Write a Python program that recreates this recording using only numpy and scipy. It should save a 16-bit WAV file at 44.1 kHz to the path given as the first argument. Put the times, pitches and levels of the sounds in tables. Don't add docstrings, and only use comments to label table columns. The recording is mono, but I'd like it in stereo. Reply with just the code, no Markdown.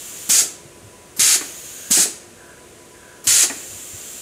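import sys
import numpy as np
from scipy import signal
from scipy.fft import rfft, irfft, next_fast_len
from scipy.io import wavfile
from scipy.ndimage import map_coordinates

SR = 44100
rng = np.random.default_rng(int(sys.argv[2]) if len(sys.argv) > 2 else 0)


def master_out(mix):
    frames = np.transpose(np.atleast_2d(mix))
    ceiling = np.clip(frames, -1, 1)
    pcm = np.round(ceiling * 32767).astype(np.int16)
    wavfile.write(sys.argv[1], SR, pcm)


N = 185661


def amp(db):
    return 10 ** (np.asarray(db) / 20)


def unit(x):
    return x / np.sqrt(np.mean(x ** 2) + 1e-20)


def clock():
    return np.arange(N) / SR


def along(points, hz):
    point_hz, values = np.transpose(points)
    return np.interp(np.log(hz + 1), np.log(point_hz + 1), values)


def bell(f, hz, width):
    return 1 / (1 + (2 * (f - hz) / width) ** 2)


def wobble(rate):
    knots = rng.standard_normal(int(N * rate / SR) + 4)
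    return map_coordinates(knots, [clock() * rate])


def filtered(x, response):
    size = next_fast_len(N + SR // 2)
    gain = response(np.fft.rfftfreq(size, 1 / SR))
    return irfft(rfft(x, size) * gain, size)[..., :N]


def noise(response):
    return unit(filtered(rng.standard_normal(N), response))


def gate(start, end, rise, t60):
    t = clock()
    opening = np.clip((t - start) / rise, 0, 1)
    return opening * amp(-60 * np.maximum(t - end, 0) / t60)


# (frequency [Hz], t60 [s])
ROOM_DECAY = [(200, 1), (2000, 0.59), (7000, 0.45), (10000, 0.44), (15000, 0.36)]


def room(x, near_db=-6, near_t60=0.033, wet_db=-10):
    t = np.arange(SR // 2) / SR
    near = rng.standard_normal(len(t)) * amp(-60 * t / near_t60)
    hz, frames, grains = signal.stft(rng.standard_normal(len(t)), SR, nperseg=256)
    fade = amp(-60 * frames / along(ROOM_DECAY, hz)[:, None])
    tail = signal.istft(grains * fade, SR, nperseg=256)[1][:len(t)]
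    response = amp(near_db) * near / np.linalg.norm(near) + amp(wet_db) * tail / np.linalg.norm(tail)
    response[t < .002] = 0
    response[0] = 1
    return signal.fftconvolve(x, response / np.linalg.norm(response))[:N]


# (frequency [Hz], relative density [dB per Hz])
SHOP_COLOUR = [(60, -4), (200, -4.5), (400, -2.5), (650, -5.5), (850, -13.5), (1400, -13), (2600, -14),
               (4000, -18.5), (5300, -19.0), (6600, -13.5), (9700, -15), (11200, -22.5), (13000, -25),
               (15200, -32)]
# (frequency [Hz], level [dB])
HUM_TONES = [(349.9, -57.5), (425.3, -63), (489.9, -62.5)]
WHINE_HZ, WHINE_WIDTH_HZ, WHINE_DB = 993, 21, -60
WHINE_PEAK_S, WHINE_PERIOD_S, WHINE_SWELL_DB = 0.89, 1.87, 3.5


def workshop(air_db=-45, drift_hz=3, waver_db=2):
    air = amp(air_db) * noise(lambda f: amp(along(SHOP_COLOUR, f)))
    hum = np.zeros(N)
    for hz, db in HUM_TONES:
        level = amp(db + waver_db * (wobble(2.98) + wobble(17)))
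        phase = 2 * np.pi * np.cumsum(hz + drift_hz * wobble(14)) / SR
        hum += np.sqrt(2) * level * np.sin(phase)
    swell_db = WHINE_SWELL_DB * np.cos(2 * np.pi * (clock() - WHINE_PEAK_S) / WHINE_PERIOD_S)
    whine = amp(WHINE_DB + swell_db) * noise(lambda f: bell(f, WHINE_HZ, WHINE_WIDTH_HZ))
    return air + hum + whine


RASP_FIRST_S, RASP_EVERY_S, RASP_S = 1.875, 0.607, 0.35
RASP_DB, RASP_HZ, RASP_SAG_HZ_PER_S = -49.5, 1594, 352


def rasps(width_hz=400, edge_hz=170, count=3):
    out = np.zeros(N)
    for k in range(count):
        t = clock() - RASP_FIRST_S - k * RASP_EVERY_S
        band = signal.hilbert(noise(lambda f: bell(f, RASP_HZ, width_hz) * (f < RASP_HZ + edge_hz)))
        sagging = np.real(band * np.exp(-1j * np.pi * RASP_SAG_HZ_PER_S * t ** 2))
        swell = np.cos(np.pi * np.clip(t / RASP_S, -.5, .5))
        out += amp(RASP_DB) * swell * sagging
    return out


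# (time [s], level [dB], pitch [Hz])
FRAME_BUMPS = [(0.646, -34.5, 120), (0.826, -33.5, 99), (0.938, -41, 88), (1.218, -35, 107),
               (1.983, -30.5, 174), (3.267, -30, 116), (3.291, -35, 105), (3.704, -34, 98),
               (3.928, -34, 90)]
BUMP_T60 = 0.16


def bumps(attack=0.0071, swing_db=-9, rattle_db=-5.5):
    out = np.zeros(N)
    for start, db, hz in FRAME_BUMPS:
        swing = amp(swing_db) * np.sin(2 * np.pi * hz * (clock() - start))
        rattle = amp(rattle_db) * noise(lambda f: bell(f, hz, width=0.62 * hz))
        out += amp(db) * (swing + rattle) * gate(start, start + attack, attack, BUMP_T60)
    return out


# (time [s], knock level [dB], clack level [dB], knock t60 [s])
PISTON_KNOCKS = [(0.418, -32, -45, 0.21), (1.355, -36.5, -37.5, 0.34), (1.41, -31.5, -30, 0.15),
                 (1.973, -29, -27, 0.26), (2.053, -31, -37.5, 0.15), (3.434, -33.5, -28.5, 0.17),
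                 (3.498, -30, -26.5, 0.17)]
# (frequency [Hz], width [Hz], relative level [dB])
FRAME_MODES = [(312, 127, 3), (402, 81, 2.5), (716, 210, -1.5)]
# (frequency [Hz], width [Hz], relative level [dB])
BARREL_MODES = [(880, 900, -0.5), (1450, 150, -8.5), (1880, 370, 5.5), (2470, 170, 4)]


def ringing(modes, dull_hz):
    def response(f):
        return sum(amp(db) * bell(f, hz, width) for hz, width, db in modes) * (f < dull_hz)
    return noise(response)


def piston(dull_hz=2700, clack_share=0.9, impact_db=-6, impact_t60=0.012):
    out = np.zeros(N)
    for start, knock_db, clack_db, t60 in PISTON_KNOCKS:
        knock = amp(knock_db) * ringing(FRAME_MODES, dull_hz) * gate(start, start, 0.00068, t60)
        clack_fade = gate(start, start, 0.0003, clack_share * t60)
        clack = amp(clack_db) * ringing(BARREL_MODES, dull_hz) * clack_fade
        contact = 1 + amp(impact_db) * gate(start, start, 0.0003, impact_t60)
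        out += knock + clack * contact
    return out


# (start [s], end [s], level [dB], whistle band [Hz], whistle lift [dB])
SEAL_LEAKS = [(-.1, .296, -33.5, 7220, 8), (1.403, 1.912, -35.5, 6770, 8.5), (3.486, 4.3, -35, 7280, 10)]
# (frequency [Hz], relative density [dB per Hz])
LEAK_SPECTRUM = [(400, -26), (1400, -9.5), (2200, -8.5), (3200, -4), (3700, -6.5), (4500, -7), (5300, -9.5),
                 (6200, -1.5), (8000, -2.5), (9000, -0.5), (10900, -7.5), (12000, -4.5), (14300, -12.5),
                 (15500, -7.5)]


def leaks(waver_db=0.25, width_hz=900):
    out = np.zeros(N)
    for start, end, db, hz, lift in SEAL_LEAKS:
        jet = noise(lambda f: amp(along(LEAK_SPECTRUM, f) + lift * bell(f, hz, width_hz)))
        level = amp(db + waver_db * wobble(6.4))
        out += jet * level * gate(start, end, rise=.001, t60=0.025)
    return out


# (port opens [s], choked flow lasts [s], port [0 or 1], whistle band [Hz],
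#                 whistle lift [dB], seep level [dB], opening pop level [dB])
LEVER_STROKES = [(0.2967, 0.11, 0, 7500, 1, -19.5, -25), (1.1929, 0.16, 1, 7350, 0, -33.5, -27),
                 (1.909, 0.12, 0, 8100, 4, -26, -22.5), (3.2695, 0.170, 1, 7140, 1.5, -33, -30.5)]
# (emptying t60 [s], seep lead [s])
PORT_TIMING = [(0.18, 0.0059), (0.13, 0.028)]


def strokes():
    return [(row, PORT_TIMING[int(row[2] > .5)]) for row in LEVER_STROKES]


# (frequency [Hz], relative density [dB per Hz])
SEEP_SPECTRUM = [(1000, -6), (3500, -8), (6500, 0), (10000, 0), (13000, 0.5), (15500, -7)]
SEEP_WHISTLE_HZ, SEEP_LIFT_DB = 7600, 4.5
SEEP_GROWS_DB = 8


def seeps(width_hz=1100, fizz_hz=12200, fizz_db=5, body_hz=5500, body_width_hz=6000, body_db=-11):
    def colour(f):
        whistle = SEEP_LIFT_DB * bell(f, SEEP_WHISTLE_HZ, width_hz)
        fizz = fizz_db * bell(f, fizz_hz, width_hz)
        return amp(along(SEEP_SPECTRUM, f) + whistle + fizz)

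    out = np.zeros(N)
    for (start, *_, db, _), (_, lead) in strokes():
        gap = np.clip((clock() - start) / lead + 1, 0, 1)
        midrange = noise(lambda f: bell(f, body_hz, body_width_hz))
        body = gap * amp(body_db + SEEP_GROWS_DB * gap) * midrange
        out += amp(db) * (noise(colour) + body) * gate(start - lead, start, rise=0.00059, t60=0.036)
    return out


POP_HZ, POP_S = 240, 0.0033


def pops(puff_db=-7, puff_width_hz=520, puff_t60=0.051):
    out = np.zeros(N)
    for (start, *_, db), _ in strokes():
        t = clock() - start
        kick = np.exp(-(t / POP_S) ** 2) * np.sin(2 * np.pi * (POP_HZ * t + rng.random()))
        dull = noise(lambda f: bell(f, POP_HZ, puff_width_hz))
        puff = dull * gate(start - POP_S, start + POP_S, POP_S, puff_t60)
        out += amp(db) * (kick + amp(puff_db) * puff)
    return out


# (frequency [Hz], relative density [dB per Hz])
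PORT_0_COLOUR = [(100, -24.5), (500, -21), (1080, -24.5), (1450, -17), (1950, -16.5), (2900, -12.5),
                 (3500, -12), (4800, -8), (5800, -6.5), (6600, 0.5), (7500, -1.5), (10000, -7.5),
                 (11500, -14), (15200, -21)]
PORT_1_COLOUR = [(100, -29.5), (400, -20.5), (1020, -21.5), (1500, -12.5), (2000, -8.5), (3500, -8.5),
                 (4400, -5), (5900, -5), (6600, 2), (7400, 1.5), (8700, -3.5), (10100, -4), (13000, -17),
                 (15200, -20.5)]
# (frequency [Hz], width [Hz], lift [dB])
BODY_RESONANCES = [(1390, 200, 3), (3040, 190, 0.5), (5540, 250, 0.5), (6130, 300, 0.5), (10000, 380, 1.5)]
BLAST_DB, OPEN_S = -12.5, 0.002


def blasts(whistle_width_hz=600, spit_db=-15, spit_t60=0.57):
    out = np.zeros(N)
    for (start, length, port, whistle_hz, whistle_db, *_), (t60, _) in strokes():
        colour = PORT_1_COLOUR if port > .5 else PORT_0_COLOUR
        peaks = list(BODY_RESONANCES) + [(whistle_hz, whistle_width_hz, whistle_db)]

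        def response(f):
            lifts = sum(lift * bell(f, hz, width) for hz, width, lift in peaks)
            return amp(along(colour, f) + lifts)

        jet = noise(response)
        hiss = noise(lambda f: bell(f, hz=13100, width=2900))
        spit = amp(spit_db) * hiss * gate(start, start, .001, spit_t60)
        flow = gate(start, start + length, OPEN_S, t60)
        out += room((jet + spit) * amp(BLAST_DB) * flow)
    return out


def scene():
    background = workshop() + rasps()
    rig = bumps() + pops()
    mono = background + rig + room(piston() + leaks() + seeps()) + blasts()
    return np.array([mono, mono])


TOP_HZ = 15600


def record(dry, low_hz=48):
    lean = signal.sosfilt(signal.butter(4, low_hz, "high", fs=SR, output="sos"), dry)
    rounded = lean / (1 + np.abs(lean / .8) ** 6) ** (1 / 6)
    return filtered(rounded, lambda f: f < TOP_HZ)


dry = scene()
out = record(dry)
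master_out(out)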